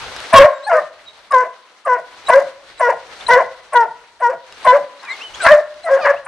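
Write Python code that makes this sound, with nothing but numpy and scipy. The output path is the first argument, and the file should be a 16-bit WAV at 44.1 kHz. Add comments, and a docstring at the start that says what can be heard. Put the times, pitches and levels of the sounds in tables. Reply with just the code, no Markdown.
"""Two hounds bark up a tree at night in a wood, close to a small stereo microphone and a little to the left.
Each bark is a stack of voiced partials, with throat resonances rasping most at its start and end.
Breath hiss follows the voice, pitches drop after barks, and thin nose whistles and high squeaks come between.
Claws tick on bark and twigs; paws crackle in the leaves over a low rumble of air on the microphone.
One near trunk throws back treble, the wood sends a diffuse echo, and the loudest barks overload the input."""
import sys
import numpy as np
from scipy import signal
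from scipy.io import wavfile

SR = 44100
rng = np.random.default_rng(int(sys.argv[2]) if len(sys.argv) > 2 else 0)


def persist_wave(psi):
    """Save psi, clipped to +-1, as 16-bit WAV."""
    counts = np.round(np.clip(psi, -1, 1) * 32767).astype(np.int16)
    wavfile.write(sys.argv[1], SR, np.atleast_2d(counts).T)


N = 276551
TIME = np.arange(N) / SR

# All source levels are relative: the echoes, the left-right balance and the input stage follow.
# Barks, one curve each: t/s, pitch f/Hz, fundamental level/dB,
# mouth opening as lift of partial 2/dB, strain as lift of partial 3/dB
LOW_HOUND_BARKS = [
    [(.335, 540.5, -29.5, 20, 7), (.362, 555.4, -3.5, 4.5, -10.5), (.385, 528, -3, 9, 1),
     (.395, 537.4, 0.5, -9.5, -17), (.403, 558.2, 0.5, -25, -33), (.435, 558.6, -3, -16, -34),
     (.451, 609.4, -1.5, -29, -35), (.49, 584, -20, -25, -23)],
    [(.705, 447, -58, 22, 28), (.729, 486, -23, 4.5, -8), (.759, 513.6, -16, -11, -4.5),
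     (.79, 521, -27, 4, -6)],
    [(1.325, 567, -32.5, 13, -2), (1.341, 532, -15.5, 7, -2.5), (1.363, 505.2, -19, 11, -3),
     (1.415, 506.6, -21, 7, 4), (1.44, 484, -22, -1, -21)],
    [(1.87, 575.5, -19, -4, -22), (1.894, 501.6, -20.5, 7, 0), (1.944, 491.8, -24, 11.5, 2),
     (1.97, 480, -25.5, -2, -4)],
    [(2.3, 479, -29, 28, -18), (2.318, 498, -25, 7, 7), (2.338, 497, -14.5, 7, 2),
     (2.346, 549, -8, -11.5, -9), (2.358, 528, -3.5, -38, -14), (2.392, 576.5, -7.5, -39, -40),
     (2.405, 594, -43, -22.5, 2)],
    [(2.81, 515.6, -32, 9.5, -3), (2.834, 490.6, -21.5, 11.5, -2.5), (2.872, 475.5, -19, -5, 2.5),
     (2.884, 480, -15.5, 2.5, -20), (2.893, 573.5, -10.5, -24, -15), (2.902, 473.5, -17.5, 7.5, -16),
     (2.915, 473, -26, 7, -14)],
    [(3.285, 486, -38, 18, -1), (3.305, 469.2, -16, 11, -2), (3.317, 506.3, -14, 0, 4.5),
     (3.355, 486, -16, 6, -1), (3.369, 498.5, -6, -6, -16.5), (3.393, 558, -13.5, -9.5, -16),
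     (3.41, 468, -21.5, 14.5, -18)],
    [(3.74, 526, -31, 4.5, -2), (3.76, 486.6, -17, 13, 5), (3.8, 472.8, -21, 10, 0),
     (3.834, 453, -29, 17, 3.5), (3.855, 414, -34.5, -11, -7)],
    [(4.21, 452, -53, 19.5, 8), (4.226, 498, -25.5, 11, 1.5), (4.254, 470, -30, 21.5, 8.5),
     (4.288, 480.3, -19.5, 3.5, -2), (4.3, 533, -15.5, -17, -21), (4.32, 526, -21, -18, -18)],
    [(4.66, 535.4, -31, 7, -5), (4.676, 502.5, -20.5, 16, 3.5), (4.72, 498.5, -20, 12.5, -1),
     (4.733, 522.6, -7, -21, -13), (4.746, 565, -8, -28, -25), (4.762, 588, -7.5, -11, -28),
     (4.785, 544, -19.5, -22, -23)],
    [(5.465, 515, -46, 29, 8), (5.475, 525.7, -29.5, 17, 11), (5.483, 550, -24.5, 7, 10.5),
     (5.5, 563.3, -12.5, 1, 1.5), (5.519, 620.6, 0, -30, -15), (5.535, 590.4, -2, -11, -14),
     (5.569, 598, -12, -31, -29), (5.61, 615, -15.5, -26, -33)],
    [(5.885, 487.4, -35, 11, 6.5), (5.913, 546, -10, -22, -18.5), (5.937, 538.3, -6, -24, -13.5),
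     (5.975, 540, -14.5, -13.5, -20)],
    [(6.05, 553.6, -15, -14, 5), (6.068, 562, -18.5, -13, -10), (6.112, 563.2, -6.5, -14, -10.5),
     (6.135, 550, -37, -28, -20)],
]
HIGH_HOUND_BARKS = [
    [(.33, 648, -33, -5, -16), (.342, 672, -1.5, -37, -35), (.352, 664, -1, -32, -30),
     (.375, 627, -15.5, -24, -19)],
    [(.663, 772, -41, -10, -23), (.669, 823, -25, -7, -18), (.687, 869, -18.5, -1.5, -43),
     (.692, 786, -15.5, -17, -34), (.7, 709.3, -17.5, -2, -12), (.748, 631.4, -9.5, -11, -33),
     (.794, 598, -15, -3.5, -8.5), (.805, 600, -31, -25, -27)],
    [(5.84, 718, -33.5, -25, -20), (5.864, 661.5, -19.5, -16, -12), (5.874, 657, -30.5, 4.5, 3),
     (5.9, 607, -15, -26, -18)],
]
# Falling yelps of the higher hound, rich in upper partials, same columns
HIGH_HOUND_YELPS = [
    [(5.4, 815, -54.5, 29.5, 19.5), (5.432, 705, -42, 17.5, -5.5), (5.454, 666, -11, -3, -9),
     (5.478, 623, -44, 24, 1)],
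    [(5.99, 769, -15, -5, -43), (6.006, 675, -41, 0, -11), (6.024, 609.7, -30, 4, -11),
     (6.065, 564, -13, -14, -24)],
]
# Partial 4 against partial 3 with no lift, one value a call [level/dB];
# then the share of the mouth's lift that partial 4 follows [ratio]
LOW_BARK_FOURTH = ([-16, -23, -16.5, -15, -6.5, -3.5, -2.5, -14, -14.5, -13.5, -13.5, -16, -5], 0.65)
HIGH_BARK_FOURTH = ([10, -28, -34], 0.43)
HIGH_YELP_FOURTH = ([-6.5, 8], .1)
# Partials 5 to 12 against partial 4: f/Hz, level/dB
BARK_UPPER_PARTIALS = [(2000, -17), (2500, -22), (3100, -25.5), (4000, -39), (4700, -43.5), (5500, -26)]
YELP_UPPER_PARTIALS = [(2600, 0), (3200, -17), (4200, -16), (4900, -8), (5600, -24), (6400, -20),
                       (7000, -40)]

# Rasp of each call: start t/s, end t/s, level/dB at the opening, in the middle and at the close,
# weight of the lowest throat resonance level/dB
CALL_RASPS = [(0.324, 0.479, -8.5, -10, -11, -10.5), (0.671, 0.833, -42.5, -17.5, -29, 0),
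              (1.306, 1.481, -26.5, -34.5, -30, -4.5), (1.856, 2.008, -24.5, -35, -29, -2),
              (2.28, 2.427, -16.5, -24, -23, -6), (2.793, 2.946, -22, -34.5, -21.5, -3),
              (3.278, 3.436, -25, -23.5, -18.5, -1.5), (3.723, 3.88, -24.5, -35, -33.5, 0),
              (4.196, 4.357, -34, -45, -29.5, -4), (4.648, 4.796, -16, -27, -19.5, -4.5),
              (5.02, 5.149, -33.5, -39, -35, -43), (5.413, 5.6, -39, -7, -24, -4),
              (5.853, 6.022, -34.5, -29.5, -26, -0.5), (6.028, 6.158, -23, -11.5, -21.5, -11),
              (6.258, 6.386, -24.5, -20, -20, -27)]
# Level steps/dB: start against the opening, end against the close
RASP_EDGE_STEPS = (-2, -12.5)
# Added weight of the lowest resonance/dB: start, opening, middle, close, end
RASP_LOW_WEIGHTS = (4, 15, 1.5, 0, 26)
# Throat resonances, lowest first: f/Hz, width f/Hz, level/dB
THROAT_RESONANCES = [(663.2, 98, -2.5), (1039.5, 267, -2.5), (1390, 87, -12.5), (1594, 390, -4.5),
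                     (1900, 790, -10), (2920, 640, -25.5)]
# Opening after the start [s], middle as share of the length, close before the end [s]
RASP_OPENS_S, RASP_MIDDLE, RASP_CLOSES_S = 0.019, 0.29, 0.043

# Brief tones that lead into a bark before the voice settles: t/s, f/Hz, level/dB
BARK_LEAD_INS = [(0.326, 1031, -9), (1.306, 1143, -16.5), (1.85, 1200, -23), (2.283, 1088, -14),
                 (2.795, 1086, -28), (3.281, 1007, -18), (3.722, 1095, -23.5), (4.644, 1060, -16)]
LEAD_IN_S = 0.026

# Air hissing past tongue and teeth while the voice sounds: f/Hz, width f/Hz, level/dB
BREATH_BANDS = [(4000, 2500, -70.5), (5200, 1500, -40), (6530, 2100, -50), (9270, 1200, -69),
                (11200, 1500, -72)]
BREATH_LAG_S = 0.0022

# Pitch drops as the folds slacken at the end of a bark: start t/s, level/dB
PITCH_DROPS = [(.79, -37), (1.435, -43), (1.965, -41), (2.4, -32.5), (2.91, -35.5), (3.405, -34),
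               (3.85, -37), (4.314, -35), (4.775, -32), (5.975, -34), (6.13, -47)]
# Course of each drop: t/s after its start, pitch f/Hz, level/dB
DROP_COURSE = [(0, 440, -3), (.02, 340, 0), (.042, 185, -7), (.075, 115, -14)]
DROP_BARE_DB = -11   # fundamental, heard below the throat resonance

# Nose whistles and whines: t/s, length t/s, start f/Hz, loudest f/Hz, end f/Hz,
# peak level/dB, overtone against it level/dB
NOSE_WHISTLES = [(.51, .11, 3841, 3750, 3830, -50, -8), (0.625, .06, 3728, 4185, 4522, -35.5, -14.5),
                 (1.06, 0.053, 3860, 3815, 3810, -35.5, -42), (2.265, 0.02, 3720, 3880, 4050, -25.5, -17),
                 (2.774, 0.021, 4120, 3960, 3930, -44, -8), (3.206, 0.011, 3780, 3470, 3720, -31.5, -33),
                 (3.264, 0.012, 3930, 4020, 4160, -20, -25), (4.991, 0.025, 3600, 4120, 4510, -42.5, -46),
                 (5.05, 0.088, 1278, 1146, 1050, -39, 7), (5.081, 0.07, 1910, 2076, 2246, -22.5, -16),
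                 (5.097, 0.052, 4020, 3800, 3230, -36, -11), (5.198, 0.047, 2370, 2750, 3190, -30, -16),
                 (5.214, 0.086, 3130, 3050, 2900, -31.5, -30), (5.336, .025, 2720, 3280, 3460, -31, -8),
                 (5.36, .04, 3670, 4300, 4700, -45.5, -20), (5.411, 0.026, 3730, 4000, 4030, -29, -1.5),
                 (5.445, 0.024, 4370, 4240, 4050, -30, -11), (5.83, 0.022, 3970, 4080, 4100, -39, -12),
                 (5.932, 0.027, 3210, 3330, 4000, -42.5, -13), (6.155, 0.03, 2310, 2670, 2950, -37, -26)]
WHISTLE_PEAK, WHISTLE_EDGE_DB = 0.46, -15   # loudest point as share of the length; ends against the peak

# High squeaks as the mouth opens: t/s, peak level/dB, f/Hz
MOUTH_SQUEAKS = [(0.332, -24, 9120), (0.6734, -40, 8970), (1.3104, -43, 8860), (1.85, -45, 8840),
                 (2.2872, -28, 8900), (2.7945, -36, 8900), (3.2823, -30, 9050), (3.7336, -34, 8880),
                 (4.2024, -49.5, 9100), (4.649, -35.5, 8970), (5.434, -24.5, 8950), (5.851, -41, 8960),
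                 (6.25, -43.5, 8920)]
# Weaker side tones of a squeak: offset f/Hz, level/dB
SQUEAK_SIDE_TONES = [(-1250, -8), (1195.5, -12.5)]
SQUEAK_RISE_S, SQUEAK_EARLY_S = 0.0079, 0.0045   # rise time; start ahead of the listed time

# Claws and twigs: t/s, level/dB
CLAW_TICKS = [(0.164, -29.5), (0.2032, -32), (1.322, -30), (3.049, -72), (3.1908, -54), (3.2104, -47),
              (4.5244, -39.5), (5.032, -45), (5.051, -39.5), (5.1674, -41), (5.474, -27), (5.52, -27),
              (5.742, -45), (6.0582, -33.5)]
# Damped modes of bark and twigs: f/Hz, level/dB, decay by 60 dB t/s
BARK_AND_TWIG_MODES = [(1700, 1.5, .012), (2820, 3, .01), (3830, 0, 0.036), (5120, 4.5, 0.01),
                       (6620, -1, 0.0048), (9300, -5, 0.012)]

NEAR_TRUNK_S, NEAR_TRUNK_DB, NEAR_TRUNK_HZ = 0.0015, -6, 2760   # delay, level, lower edge of the treble
WOOD_DB, WOOD_DULL_HZ, WOOD_ALIKE = -18.5, 3000, 0.92   # echo level, treble loss, left-right likeness
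WOOD_T60_S = 0.38
FAR_T60_S, FAR_DB = 0.84, -18.5   # distant trunks answer weaker and longer

# Paws in the leaves and air on the microphone: t/s, rustle level/dB, rumble level/dB
GROUND_LEVELS = [(0.0, -32, -39.5), (0.42, -31, -66), (0.56, -47, -83), (1.1, -45.5, -66.5),
                 (1.94, -50, -83), (2.3, -36.5, -55), (2.6, -46, -68.5), (3.04, -42, -63),
                 (3.28, -36.5, -55), (3.44, -43, -61), (4.36, -52, -74), (4.7, -34, -60), (4.89, -46, -75),
                 (5.19, -36, -85), (5.32, -40, -52), (5.45, -27.5, -55), (5.66, -47.5, -66),
                 (6.05, -38, -56), (6.27, -49.5, -60)]
# Colour of the leaves: f/Hz, level/dB per Hz
LEAF_SPECTRUM = [(150, -18), (300, -5.5), (600, 1.5), (1500, 2.5), (3000, -3), (4500, -2), (6300, -17.5),
                 (9000, -13.5), (11000, -27), (14000, -29.5)]
# Leaves at left and right: f/Hz, likeness [ratio]
LEAF_LIKENESS = [(60, 0.45), (150, 0.2), (390, 1), (1010, 0.95), (2600, 0.25)]

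LEFT_LOUDER_DB = 2
MICROPHONE_TOP_HZ, CUTOFF_HZ = 11600, 14500
LOPSIDED, OVERLOAD = 0.015, 1.3   # share of the squared signal; clipping ceiling


def amp(db):
    """Decibels to gain."""
    return 10 ** (np.asarray(db) / 20)


def rms_one(x):
    """Scale to unit rms."""
    return x / np.sqrt(np.mean(x ** 2) + 1e-20)


def at_hz(points, hz):
    """Read a spectrum on a log-frequency axis."""
    points = np.array(points)
    return np.interp(np.log(hz), np.log(points[:, 0]), points[:, 1])


def drift(rate_hz):
    """Low-passed noise of unit rms: a random wander, faster at a higher rate."""
    r = np.exp(-2 * np.pi * rate_hz / SR)
    noise = rng.standard_normal(N + SR)
    settled = signal.lfilter([1], [1, -2 * r, r * r], noise)[SR:]
    return rms_one(settled)


def resonance(x, hz, width_hz):
    """Two-pole resonance with a gain of about 1 at its top."""
    r = np.exp(-np.pi * width_hz / SR)
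    feedback = [1, -2 * r * np.cos(2 * np.pi * hz / SR), r * r]
    return signal.lfilter([(1 - r * r) / 2, 0, (r * r - 1) / 2], feedback, x)


def call(rows, fade_s):
    """Sample range, faded window and interpolated columns of one call."""
    s, *columns = np.transpose(rows)
    span = slice(int(s[0] * SR), min(int(s[-1] * SR) + 1, N))
    t = TIME[span]
    edge_distance = np.minimum(t - s[0], s[-1] - t)
    window = np.sin(np.pi / 2 * np.clip(edge_distance / fade_s, 0, 1))
    return span, window, [np.interp(t, s, c) for c in columns]


def voice(calls, fourth, upper, jitter, shimmer_db):
    """Vocal folds give a stack of wavering partials; an open mouth and strain lift the upper ones."""
    out, wobble, flutter = np.zeros(N), drift(86), drift(45)
    shut_levels, lift_share = fourth
    for rows, shut_db in zip(calls, shut_levels):
        span, window, (pitch, level_db, lift_db, strain_db) = call(rows, fade_s=0.0048)
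        phase = 2 * np.pi * np.cumsum(pitch * (1 + jitter * wobble[span])) / SR
        fourth_db = strain_db + shut_db + lift_share * lift_db
        partials_db = [0, lift_db, strain_db, fourth_db]   # against the fundamental
        partials_db += [fourth_db + at_hz(upper, k * pitch) for k in range(5, 13)]
        for k, db in enumerate(partials_db, start=1):
            gain = amp(level_db + db + shimmer_db * flutter[span])
            out[span] += np.sqrt(2) * window * gain * np.sin(k * phase)
    return out


def rasp():
    """Uneven fold pulses and breath noise ring the throat resonances, shaped from opening to close."""
    pulses = (rng.random(N) < 700 / SR) * rng.standard_normal(N) * 4.75   # about 700 a second
    source = pulses + rng.standard_normal(N)
    bands = []
    for k, (hz, width, db) in enumerate(THROAT_RESONANCES):
        ringing = resonance(resonance(source, hz, width), hz, 1.3 * width)
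        bands.append(amp(db) * rms_one(ringing) * (-1) ** k)   # neighbours in opposite polarity
    out, lowest, upper = np.zeros(N), bands[0], sum(bands[1:])
    for s, end, open_db, middle_db, close_db, low_db in CALL_RASPS:
        times = [s, s + RASP_OPENS_S, s + RASP_MIDDLE * (end - s), end - RASP_CLOSES_S, end]
        start_db, end_db = open_db + RASP_EDGE_STEPS[0], close_db + RASP_EDGE_STEPS[1]
        levels = [start_db, open_db, middle_db, close_db, end_db]
        rows = np.transpose([times, levels, np.add(RASP_LOW_WEIGHTS, low_db)])
        span, window, (level_db, weight_db) = call(rows, fade_s=0.018)
        out[span] += window * amp(level_db) * (upper[span] + amp(weight_db) * lowest[span])
    return out


def lead_ins():
    """A single tone near the second throat resonance swells and fades."""
    out = np.zeros(N)
    for s, hz, db in BARK_LEAD_INS:
        swell = np.sin(np.pi * np.clip((TIME - s) / LEAD_IN_S, 0, 1))
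        out += np.sqrt(2) * amp(db) * swell * np.sin(2 * np.pi * hz * TIME)
    return out


def breath(voices):
    """Turbulent hiss that grows more slowly than the voice and trails it a little."""
    r = np.exp(-1 / (BREATH_LAG_S * SR))
    effort = signal.lfilter([1 - r], [1, -r], voices ** 2) ** 0.41
    air = rng.standard_normal(N) * amp(4.7 * drift(52))
    hiss = sum(amp(db) * rms_one(resonance(air, hz, width)) for hz, width, db in BREATH_BANDS)
    return effort * hiss


def drops():
    """Slowing fold pulses sweep their partials through the lowest throat resonance."""
    pulses, bare = np.zeros((2, N))
    for s, db in PITCH_DROPS:
        span, window, (pitch, level_db) = call(np.add(DROP_COURSE, [s, 0, db]), fade_s=0.006)
        phase = 2 * np.pi * np.cumsum(pitch) / SR
        partials = sum(np.cos(k * phase) for k in range(2, 7))
        pulses[span] += window * amp(level_db) * partials
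        bare[span] += window * amp(level_db + DROP_BARE_DB) * np.sin(phase)
    lowest_hz, lowest_width_hz = THROAT_RESONANCES[0][:2]
    return 2.0 * resonance(pulses + 1e-18, lowest_hz, lowest_width_hz) + bare


def whistles():
    """Air in the nose gives near-sines with one overtone, slightly breathy, that swell and fade."""
    out, wobble = np.zeros(N), drift(200)
    for s, length, start_hz, loud_hz, end_hz, db, overtone_db in NOSE_WHISTLES:
        edge_db = db + WHISTLE_EDGE_DB
        rows = [(s, start_hz, edge_db), (s + WHISTLE_PEAK * length, loud_hz, db),
                (s + length, end_hz, edge_db)]
        span, window, (pitch, level_db) = call(rows, fade_s=0.0022)
        phase = 2 * np.pi * np.cumsum(pitch * (1 + 0.0071 * wobble[span])) / SR
        tone = np.sin(phase) + amp(overtone_db) * np.sin(2 * phase)
        out[span] += np.sqrt(2) * window * amp(level_db) * tone
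    return out


def squeaks():
    """A short high tone with a weaker tone on either side swells fast and dies more slowly."""
    out = np.zeros(N)
    for s, peak_db, hz in MOUTH_SQUEAKS:
        age = np.maximum(TIME - s + SQUEAK_EARLY_S, 0) / SQUEAK_RISE_S
        swell = (age * np.exp(1 - age)) ** 2
        for offset, side_db in [(0, 0.013)] + list(SQUEAK_SIDE_TONES):
            out += amp(peak_db + side_db) * swell * np.sin(2 * np.pi * (hz + offset) * TIME)
    return out


def ticks():
    """Each tick strikes the damped modes of bark and twigs with random strengths of its own."""
    strengths_db = rng.normal(0, 3, (len(CLAW_TICKS), len(BARK_AND_TWIG_MODES)))
    times, levels_db = np.transpose(CLAW_TICKS)
    strikes = np.round(times * SR).astype(int)
    out = np.zeros(N)
    for k, (hz, mode_db, t60) in enumerate(BARK_AND_TWIG_MODES):
        clicks = np.full(N, 1e-18)
        clicks[strikes] = amp(levels_db + mode_db + strengths_db[:, k])
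        r, w = amp(-60 / (t60 * SR)), 2 * np.pi * hz / SR
        out += signal.lfilter([0, np.sin(w)], [1, -2 * r * np.cos(w), r * r], clicks)
    return out


def near_trunk(near):
    """A trunk to one side returns delayed treble, in opposite polarity at left and right."""
    high_pass = signal.butter(2, NEAR_TRUNK_HZ, "high", fs=SR, output="sos")
    treble = signal.sosfilt(high_pass, near)
    delayed = np.interp(TIME - NEAR_TRUNK_S, TIME, treble)
    return amp(NEAR_TRUNK_DB) * delayed * [[1], [-1]]


def wood(x):
    """Many trunks scatter the sound: a dying cloud of echoes, partly shared by both sides."""
    t = np.arange(SR) / SR
    decay = np.hypot(amp(-60 * t / WOOD_T60_S), amp(FAR_DB - 60 * t / FAR_T60_S))
    onset = np.clip(t / 0.011, 0, 1)
    shared, own = rng.standard_normal((2, SR)) * decay * onset
    echoes = np.sqrt(1 + WOOD_ALIKE) * shared + np.sqrt(1 - WOOD_ALIKE) * own * [[1], [-1]]
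    echoes = signal.sosfilt(signal.butter(1, WOOD_DULL_HZ, fs=SR, output="sos"), echoes)
    echoes = echoes / np.sqrt(np.sum(echoes ** 2) / 2)
    return amp(WOOD_DB) * signal.fftconvolve(echoes, x[None], axes=1)[:, :N]


def leaf_rustle():
    """Dense leaf crackle in half-octave bands that flicker apart, of unit rms."""
    snaps = rng.random((2, 1, N)) < 900 / SR   # about 900 a second in each of two noises
    crackle = snaps * amp(2.28 * rng.exponential(1, (2, 1, N))) * 1.57
    noises = rng.standard_normal((2, 2, N)) * (1 + crackle)
    leaves, together, edges = 0, drift(15), 140 * 2 ** np.arange(0, 7.1, 0.5)
    for k, (low, high) in enumerate(zip(edges, edges[1:])):
        band = signal.butter(2, [low, high], "band", fs=SR, output="sos")
        mid, side = signal.sosfilt(band, noises[k % 2])   # neighbouring bands use different noises
        hz = np.sqrt(low * high)
        alike = np.clip(at_hz(LEAF_LIKENESS, hz), -1, 1)
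        gain = amp(at_hz(LEAF_SPECTRUM, hz) + 1.2 * together + 1.3 * drift(14))
        leaves = leaves + gain * (np.sqrt(1 + alike) * mid + np.sqrt(1 - alike) * side * [[1], [-1]])
    return rms_one(leaves)


def air_rumble():
    """Air on the microphone: low noise, wide between the channels, in random lumps."""
    band = signal.butter(2, [18, 130], "band", fs=SR, output="sos")
    mid, side = signal.sosfilt(band, rng.standard_normal((2, N)))
    return rms_one(mid + 0.86 * side * [[1], [-1]]) * amp(2.0 * drift(5))


def ground():
    """Paws raise and lower the leaf rustle, over the changing rumble."""
    s, rustle_db, rumble_db = np.transpose(GROUND_LEVELS)
    rustle = amp(np.interp(TIME, s, rustle_db)) * leaf_rustle()
    return rustle + amp(np.interp(TIME, s, rumble_db)) * air_rumble()


def scene():
    """Hounds, near trunk, the wood's echo and the ground, all a little louder at left."""
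    barks = voice(LOW_HOUND_BARKS, LOW_BARK_FOURTH, BARK_UPPER_PARTIALS, jitter=0.005, shimmer_db=0.8)
    high = voice(HIGH_HOUND_BARKS, HIGH_BARK_FOURTH, BARK_UPPER_PARTIALS, jitter=0.007, shimmer_db=1.0)
    yelps = voice(HIGH_HOUND_YELPS, HIGH_YELP_FOURTH, YELP_UPPER_PARTIALS, jitter=0.008, shimmer_db=1.5)
    voices = barks + high + yelps + rasp() + lead_ins()
    near = voices + breath(voices) + drops() + whistles() + squeaks() + ticks()
    pan = amp([[LEFT_LOUDER_DB / 2], [-LEFT_LOUDER_DB / 2]])
    return pan * (near + near_trunk(near) + wood(near) + ground())


def record(dry):
    """The microphone loses the top; a lopsided input thumps under loud barks and clips with a short knee."""
    heard = signal.sosfilt(signal.butter(8, MICROPHONE_TOP_HZ, fs=SR, output="sos"), dry)
    bent = heard + LOPSIDED * heard ** 2
    clipped = bent / (1 + np.abs(bent / OVERLOAD) ** 8) ** (1 / 8)
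    cut = signal.sosfilt(signal.cheby2(10, 50, CUTOFF_HZ, fs=SR, output="sos"), clipped)
    return np.clip(cut, -1, 1)


dry = scene()
out = record(dry)
persist_wave(out)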